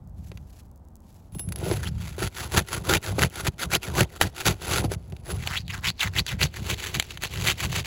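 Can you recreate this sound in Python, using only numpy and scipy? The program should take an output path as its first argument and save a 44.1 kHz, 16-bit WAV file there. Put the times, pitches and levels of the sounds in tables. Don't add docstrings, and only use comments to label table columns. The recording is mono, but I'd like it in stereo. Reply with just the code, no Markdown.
import sys
import numpy as np
from scipy import signal
from scipy.fft import rfft, irfft, next_fast_len
from scipy.io import wavfile
from scipy.ndimage import uniform_filter1d

SR = 44100
rng = np.random.default_rng(int(sys.argv[2]) if len(sys.argv) > 2 else 0)


def int16_out(signal):
    q = np.round(np.clip(np.atleast_2d(signal).T, -1, 1) * 32767)
    wavfile.write(sys.argv[1], SR, q.astype(np.int16))


N = 346626
TIME = np.arange(N) / SR
ARM_TIME = TIME[::32]


def amp(db):
    return 10 ** (np.asarray(db) / 20)


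def unit(x):
    return x / np.sqrt(np.mean(x ** 2) + 1e-20)


def smooth(x, size):
    return uniform_filter1d(uniform_filter1d(x, size), size)


def steady(x, size):
    return x / np.sqrt(abs(smooth(x ** 2, size)) + 1e-9)


def curves(rows):
    times, *columns = np.transpose(rows)
    order = np.argsort(times)
    return [np.interp(TIME, times[order], column[order]) for column in columns]


def spectrum_at(points, hz):
    frequencies, db = np.transpose(points)
    return np.interp(np.log(hz + 1), np.log(frequencies), db)


def add(mix, start_s, sound):
    part = mix[max(round(start_s * SR), 0):][:len(sound)]
    part += sound[:len(part)]


def colour(x, points, size=2048):
    log_gain = np.log(amp(spectrum_at(points, abs(np.fft.fftfreq(size, 1 / SR)))))
    response = np.exp(np.conj(signal.hilbert(log_gain)))
    taps = np.fft.ifft(response).real[:size // 2]
    return signal.oaconvolve(x, taps / np.linalg.norm(taps))[:len(x)]


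def resonate(x, hz, width_hz):
    turn = np.exp(2j * np.pi * np.cumsum(hz * np.ones(len(x))) / SR)
    pole = np.exp(-np.pi * width_hz / SR)
    return 2 * (turn * signal.lfilter([1 - pole], [1, -pole], x / turn + 1e-18)).real


def swell(crest_s, rise_s, fall_s, edge_db=-30, roundness=1.82):
    since = ARM_TIME - crest_s
    distance = abs(since / np.where(since < 0, rise_s, fall_s))
    return amp(edge_db * distance ** roundness) ** 2


def decibels(power):
    return np.interp(TIME, ARM_TIME, 10 * np.log10(power + 1e-12))


def stick_slip(per_s=10000, spread_db=2.0, clump_db=3.5, dust=0.18, lurch_db=4.0):
    sizes = amp(spread_db * np.minimum(rng.exponential(1, N), 4.3)) * rng.choice([-1., 1.], N)
    clicks = unit(sizes * (rng.random(N) < per_s / SR)) + dust * rng.standard_normal(N)
    clumps = unit(smooth(rng.standard_normal(N), size=70))
    lurches = unit(smooth(rng.standard_normal(N), size=500))
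    return steady(clicks * amp(clump_db * clumps), size=600) * amp(lurch_db * lurches)


# frequency in Hz, relative level in dB.
AIR_SPECTRUM = [(20, -14), (60, 2), (110, -14), (200, -8), (450, -22.5), (800, -21.5), (1400, -35),
                (2500, -50), (15000, -53.5)]

def outdoors(level_db=-51.5, apart=0.7):
    common, side = (unit(colour(noise, AIR_SPECTRUM, size=8192)) for noise in rng.standard_normal((2, N)))
    return amp(level_db) * np.array([common + apart * side, common - apart * side])


# time in seconds, load on the boards in dB.
LEANING = [(0, -45.5), (.38, -40.5), (.5, -51.5), (1.3, -52.5), (1.5, -37), (1.8, -41), (1.95, -29.5),
           (2.12, -41.5), (2.35, -48), (4.6, -49.5), (4.85, -26.5), (5.05, -45.5), (5.5, -42.5),
           (5.68, -35.5), (5.95, -51), (6.7, -43), (7.1, -49), (7.86, -41.5)]
# crest in seconds, load in dB.
THUDS = [(0.205, -38.5), (1.367, -35), (1.5, -29.5), (4.02, -24), (4.264, -28.5), (5.131, -34.5)]

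def deck_load(push_lag_s=0.01, pull_lag_s=0.047, stretch=1.295):
    power = amp(np.interp(ARM_TIME, *np.transpose(LEANING))) ** 2
    for strokes, lag_s in ((PUSHES, push_lag_s), (PULLS, pull_lag_s)):
        for s, rise, fall, _, _, db in strokes:
            power += amp(db) ** 2 * swell(s + lag_s, rise * stretch, fall * stretch)
    thuds = sum(amp(db) ** 2 * swell(s, rise_s=0.075, fall_s=0.026) for s, db in THUDS)
    return decibels(power + thuds)


# frequency in Hz, bandwidth in Hz, relative gain in dB.
DECK_MODES = [(60.7, 37.2, 0), (95, 48.4, 4), (154.7, 91, -1), (201.2, 65, -11.5)]

def deck(load_db, trim_db=1.96, lowest_hz=36, jolts_per_s=70, creep=0.48, hardening=0.28):
    jolts = unit(rng.standard_normal(N) * (rng.random(N) < jolts_per_s / SR))
    force = jolts + creep * rng.standard_normal(N)
    step_db = hardening * np.maximum(load_db + 27, -20)
    boards = sum((-1) ** k * amp(db + k * step_db) * resonate(resonate(force, hz, width), hz, width)
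                 for k, (hz, width, db) in enumerate(DECK_MODES))
    rumble = amp(load_db + trim_db) * steady(boards, size=1300)
    return signal.sosfilt(signal.butter(2, lowest_hz, "high", fs=SR, output="sos"), rumble)


# start in seconds, impulse strength in dB.
PINGS = [(0.075, -37), (0.635, -46), (0.655, -40), (0.715, -35), (0.956, -26), (1.128, -37), (3.017, -27),
         (3.3, -23)]

def loose_granules(grind_db, per_s=45, tick_db=-42, idle_db=-11):
    activity_db = np.interp(grind_db, [-70, -40], [idle_db, 0])
    sizes = amp(tick_db + activity_db + 6 * np.minimum(rng.exponential(1, N), 3))
    ticks = sizes * (rng.random(N) < per_s / SR)
    for s, db in PINGS:
        add(ticks, s, amp([db]))
    return colour(ticks, [(700, -28), (2500, -15), (7000, 4), (15000, 4)])


# crest, rise and fall in seconds, level in dB.
RUSTLES = [(0.21, 0.096, 0.46, -67), (0.275, 0.025, 0.032, -54), (0.53, 0.25, 0.21, -62.5),
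           (0.603, 0.073, 0.026, -50.5), (1.12, 0.17, 0.3, -63.5)]
# frequency in Hz, relative level in dB.
CLOTH_SPECTRUM = [(300, -23), (1500, -0.5), (4000, 0), (7500, 0.5), (9000, 2), (11500, 1.5), (13300, 3),
                  (15000, -4.5)]

def sleeve():
    level_db = decibels(sum(amp(db) ** 2 * swell(s, rise, fall) for s, rise, fall, db in RUSTLES))
    fibres = stick_slip(per_s=15000, clump_db=2.0, lurch_db=3.5)
    return amp(level_db) * colour(fibres, CLOTH_SPECTRUM)


# start in seconds, relative peak in dB.
KNOCKS = [(0.316, -32.5), (1.35, -32.5), (1.396, -32), (1.627, -20), (1.665, -19.5), (1.713, -12),
          (2.181, -22), (2.219, -16), (2.545, -17), (2.895, -12), (3.183, -9), (3.76, -19), (4.007, -10),
          (4.765, -40.5), (4.842, -15.5), (4.915, -17.5), (5.123, -33.5), (5.291, -24)]

def knocks(decay_s=0.0069, trim_db=-3, size=3000):
    out, t = np.zeros(N), np.arange(size) / SR
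    for s, db in KNOCKS:
        bump = colour(rng.standard_normal(size) * np.exp(-t / decay_s), FLEX_SPECTRUM)
        add(out, s, amp(db + trim_db) * bump / abs(bump).max())
    return out


# start in seconds, relative peak in dB.
SNAPS = [(0.317, -32.5), (0.374, -34.5), (1.713, -18), (2.52, -23), (2.937, -3.5), (2.97, -13),
         (3.063, -20), (3.193, -14), (3.22, -8), (3.235, -6), (3.248, -17), (3.468, -14), (3.718, -18),
         (3.751, -7.5), (3.952, -20), (4.007, -7), (4.213, 0), (4.222, -19), (4.415, -22), (4.483, -6.5),
         (5.123, -33.5), (5.166, -36), (5.474, -12.5), (5.68, -27), (5.869, -17), (5.995, -22),
         (6.173, -26), (6.265, -18.5), (6.291, -18.5), (6.412, -19), (6.998, -5.5), (7.025, -18.5),
         (7.174, -21.5), (7.236, -13.5), (7.463, -12.5), (7.485, -9), (7.728, -21)]

def snaps(fracture_s=0.0013, crumble_s=0.007, crumble_db=-17, pocket_db=5, trim_db=1.5, size=2000):
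    out, t = np.zeros(N), np.arange(size) / SR
    pocket_hz = pocket_pitch()
    envelope = np.exp(-t / fracture_s) + amp(crumble_db) * np.exp(-t / crumble_s)
    for s, db in SNAPS:
        crack = colour(rng.standard_normal(size) * envelope, FIRST_SHINGLE)
        crack += amp(pocket_db) * resonate(crack, pocket_hz[round(s * SR)], width_hz=1700)
        add(out, s, amp(db + trim_db) * crack / abs(crack).max())
    return out


# frequency in Hz, relative level in dB, 60 dB decay time in seconds.
BAR_MODES = [(2821, -19, .12), (3600, -22, .1), (5254, -19, .16), (6126, -20, .1), (7854, -19, .13),
             (9722, -18, .12), (10910, 0, .24), (11880, -13, .17), (14890, -4, .06)]

def bar_ring(damping, size=12000):
    t = np.arange(size) / SR
    return sum(amp(db) * np.exp(-np.log(1000) * t * damping / t60) * np.sin(2 * np.pi * hz * t)
               for hz, db, t60 in BAR_MODES)


# start in seconds, relative level in dB.
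CLINKS = [(1.322, -44), (1.3478, -30), (1.386, -32), (1.3938, -20), (1.4884, -24), (1.5227, -16.5),
          (1.5592, -18.5), (1.5868, -26)]

def clinks(tick_db=-2, tick_s=0.003, trim_db=-4, pressed_from_s=1.45):
    out = np.zeros(N)
    for s, db in CLINKS:
        ring = bar_ring(damping=9 if s > pressed_from_s else 1)
        t = np.arange(len(ring)) / SR
        tick = colour(rng.standard_normal(len(t)) * np.exp(-t / tick_s), FIRST_SHINGLE)
        clink = ring / abs(ring).max() + amp(tick_db) * tick / abs(tick).max()
        add(out, s, amp(db + trim_db) * clink)
    return out


# crest, rise and fall in seconds, grinding level in dB,
# nominal pocket pitch at the crest in Hz, load on the boards in dB.
PUSHES = [(1.701, 0.17, 0.2, -36, 1310, -29), (1.875, 0.11, 0.031, -35, 3520, -33),
          (2.248, 0.089, 0.045, -27, 2180, -29.5), (2.578, 0.073, 0.048, -20, 1530, -23),
          (2.944, .11, 0.042, -19, 1900, -25), (3.231, 0.08, 0.048, -23.5, 1570, -23),
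          (3.478, 0.045, 0.017, -22.5, 2480, -25), (3.749, 0.051, 0.032, -20, 2750, -29.5),
          (4.001, 0.079, 0.057, -22.5, 1425, -22), (4.218, .024, 0.074, -24.5, 1526, -30.5),
          (4.467, 0.027, 0.087, -21.5, 1530, -24), (4.748, 0.14, 0.14, -25, 1500, -31),
          (5.56, 0.14, 0.071, -29, 2590, -48), (5.879, 0.062, 0.04, -21.5, 3400, -32.5),
          (6.191, 0.073, 0.036, -24, 3370, -27), (6.426, 0.042, 0.055, -21, 3360, -24),
          (6.716, 0.11, .057, -28.5, 2340, -30.5), (6.956, 0.034, 0.047, -28.5, 1980, -30.5),
          (7.241, 0.035, 0.042, -26, 2720, -40.5), (7.504, 0.13, 0.039, -22, 3200, -33.5),
          (7.788, 0.11, 0.042, -26, 2450, -31)]
PULLS = [(2.06, 0.16, 0.18, -43.5, 2100, -43), (2.404, .1, 0.13, -34, 1460, -36.5),
         (2.733, 0.082, 0.095, -30, 1450, -34), (3.069, 0.066, 0.092, -32.5, 1650, -28.5),
         (3.389, 0.097, 0.069, -33.5, 1460, -37.5), (3.623, 0.049, 0.054, -27.5, 1620, -33.5),
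         (3.853, 0.051, 0.1, -33.5, 2010, -32.5), (4.153, 0.077, .055, -44.5, 1550, -61),
         (4.421, 0.093, 0.037, -31, 1530, -55), (4.624, 0.035, 0.043, -33, 1520, -55),
         (4.928, 0.034, 0.029, -31.5, 1492, -33), (5.296, 0.058, 0.12, -36.5, 1480, -29.5),
         (5.45, 0.12, 0.077, -40, 1720, -35.5), (5.732, 0.066, 0.079, -32, 2020, -39),
         (6.023, 0.044, 0.079, -22.5, 2540, -30), (6.296, 0.043, 0.07, -30, 2680, -29.5),
         (6.564, 0.061, 0.084, -39, 1870, -33), (6.828, 0.079, 0.18, -32, 2180, -41),
         (7.132, 0.18, 0.053, -41.5, 2270, -46), (7.356, 0.11, 0.18, -36.5, 2460, -31),
         (7.617, 0.068, 0.11, -28.5, 2100, -29), (7.85, 0.011, .08, -33.5, 2360, -42)]

def grind_level(resting_db=-64.5):
    strokes = sum(amp(db) ** 2 * swell(s, rise, fall) for s, rise, fall, db, *_ in PUSHES + PULLS)
    touching = ARM_TIME > CLINKS[0][0]
    return decibels(strokes + amp(resting_db) ** 2 * touching)


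def pocket_pitch(push_m=0.094, pull_m=0.055, gap_limits_m=(0.018, 0.084), jerk_share=0.11, jerk_s=0.011):
    hz_metres = 343 / 4
    quickest_s = 0.16
    gaps, weights = [], []
    for strokes, travel_m in ((PUSHES, -push_m), (PULLS, pull_m)):
        for s, rise, fall, db, hz, _ in strokes:
            speed = travel_m / max(rise + fall, quickest_s)
            gaps.append(np.clip(hz_metres / hz + speed * (ARM_TIME - s), *gap_limits_m))
            weights.append(amp(db) ** 2 * swell(s, rise, fall) + 1e-20)
    jerks = np.interp(ARM_TIME / jerk_s, np.arange(len(ARM_TIME)), rng.standard_normal(len(ARM_TIME)))
    gap = np.average(gaps, axis=0, weights=weights) * np.exp(jerk_share * jerks)
    return np.interp(TIME, ARM_TIME, hz_metres / gap)


# frequency in Hz, relative level in dB.
FIRST_SHINGLE = [(150, -7), (500, -11.5), (800, -4.5), (1100, -8), (1350, -4.5), (2000, -2.5), (3200, -3.5),
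                 (4600, -5), (5300, -11), (6400, -6.5), (8500, -10), (10500, -7.5), (13000, -11.5),
                 (15700, -15.5)]
SECOND_SHINGLE = [(150, -41), (500, -13.5), (800, -7), (1300, -3), (2000, 0.5), (2700, 2), (4000, -2),
                  (5600, -5), (6800, -4), (8500, -8.5), (11000, -7.5), (13000, -13.5), (15700, -12)]
# frequency in Hz, bandwidth in Hz, gain in dB.
PRESSED_MODES = [(940, 79, -8), (1415, 115, 4), (2710, 47, -24), (6680, 130, -28)]
# time in seconds, then relative levels in dB of the pocket's resonance,
# the steel's ring and the shingle's groan.
BLADE_CONTACT = [(1.3, -25, -10, -20.5), (1.55, -25, -5, -2), (1.7, -40, 0, -1.5), (1.87, 4, -9, -14),
                 (1.95, -18, -18, -19), (2.25, -10, -9, -10.5), (2.9, -5, -8, -3.5), (3.6, -7.5, -8, -6.5),
                 (4.05, 0, -12, -2.5), (4.5, -25, -15, -4.5), (4.85, -8, -1, -4.5), (5.05, -13, -7, -6.5),
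                 (5.3, -11.5, 0.5, -3.5), (5.55, 5.5, -9, -23), (6.4, 0.5, -11, -11),
                 (6.75, -11.5, -11, -8), (7.8, -14, -11, -11)]

def grinding(level_db, on_second, tight_width_hz=560, loose_width_hz=1300, body_db=-9, trim_db=0.4):
    pocket_db, ring_db, _ = curves(BLADE_CONTACT)
    clicks, pocket_hz = stick_slip(), pocket_pitch()
    on_first = 1 - on_second
    sheet = on_first * colour(clicks, FIRST_SHINGLE) + on_second * colour(clicks, SECOND_SHINGLE)
    tight, loose = (unit(resonate(resonate(clicks, pocket_hz, width), pocket_hz, width))
                    for width in (tight_width_hz, loose_width_hz))
    pocket = on_first * tight + on_second * loose
    body = unit(sum(amp(db) * resonate(clicks, hz, width) for hz, width, db in PRESSED_MODES))
    choke_db = 0.64 * np.maximum(level_db + 32, 0)
    steel = amp(ring_db - choke_db) * unit(signal.oaconvolve(clicks, bar_ring(damping=11))[:N])
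    bar = on_first * (amp(body_db) * body + steel)
    return amp(level_db + trim_db) * steady(sheet + amp(pocket_db) * pocket + bar, size=2500)


# frequency in Hz, relative level in dB.
FLEX_SPECTRUM = [(150, -21.5), (270, -6.5), (365, 2), (460, -4), (650, -7.5), (900, -14), (1500, -32.5),
                 (4000, -62)]

def groan(grind_db, load_db):
    _, _, contact_db = curves(BLADE_CONTACT)
    flexing = colour(stick_slip(per_s=1500, spread_db=3.5), FLEX_SPECTRUM)
    return amp((grind_db + load_db) / 2 + contact_db) * steady(flexing, size=800)


def edge_grit(grind_db, side_db=-13):
    spectrum = [(150, -29), (400, 1.5), (1200, 7.0), (3000, 2.5), (5500, 6.5), (7500, -23), (15000, -19)]
    return amp(grind_db + side_db) * colour(stick_slip(), spectrum)


def roof_echo(x, near_db=-16, near_s=0.0042, far_db=-35, far_s=0.11, cutoff_hz=7500, size=8000):
    t = np.arange(size) / SR
    near, far = (rng.standard_normal((2, size)) * np.exp(-t / decay_s) * (t > .0005)
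                 for decay_s in (near_s, far_s))
    near = amp(near_db) * near / np.linalg.norm(near, axis=1, keepdims=True)
    far = amp(far_db) * far / np.linalg.norm(far[0])
    taps = signal.lfilter(*signal.butter(2, cutoff_hz, fs=SR), near + far)
    return signal.oaconvolve(x[None], taps, axes=1)[:, :N]


# frequency in Hz, excess of left over right in dB.
FIRST_BALANCE = [(60, 2.5), (400, -0.2), (1000, 3), (2500, 1), (7000, 0.7), (15000, 0)]
SECOND_BALANCE = [(60, 0), (700, 3), (1300, 0.5), (2400, 4), (4500, 9), (6200, 0), (8500, 0.5)]
# frequency in Hz, lead of the right port in radians.
FIRST_PHASE = [(0, 0), (7000, 0), (15500, 12.57)]
SECOND_PHASE = [(0, 0), (1300, .55), (2900, 0), (4300, .3), (6200, 6), (7000, 6.28), (15500, 18.85)]

def ports(x, balance, phase):
    size = next_fast_len(N + 2048)
    hz = np.fft.rfftfreq(size, 1 / SR)
    tilt = amp(spectrum_at(balance, hz) / 2)
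    lead = np.interp(hz, *np.transpose(phase))
    response = np.array([tilt, np.exp(1j * lead) / tilt])
    return irfft(rfft(x, size) * response, size)[:, :N]


def scene(second_shingle_s=5.4, crossfade_s=0.07):
    grind_db, load_db = grind_level(), deck_load()
    on_second = np.clip((TIME - second_shingle_s) / crossfade_s + .5, 0, 1)
    blade = grinding(grind_db, on_second) + snaps() + clinks() + knocks()
    blade += loose_granules(grind_db) + groan(grind_db, load_db)
    side = edge_grit(grind_db) + amp(-19) * deck(load_db)
    work = blade + roof_echo(blade) + sleeve() + deck(load_db) + np.array([side, -side])
    first = ports(work * (1 - on_second), FIRST_BALANCE, FIRST_PHASE)
    second = ports(work * on_second, SECOND_BALANCE, SECOND_PHASE)
    return first + second + outdoors()


def record(dry, ceiling=0.85, cutoff_hz=15950):
    rounded = ceiling * np.tanh(dry / ceiling)
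    lowpass = signal.firwin(401, cutoff_hz, window=("kaiser", 8), fs=SR)
    return signal.oaconvolve(rounded, lowpass[None], "same")


dry = scene()
out = record(dry)
int16_out(out)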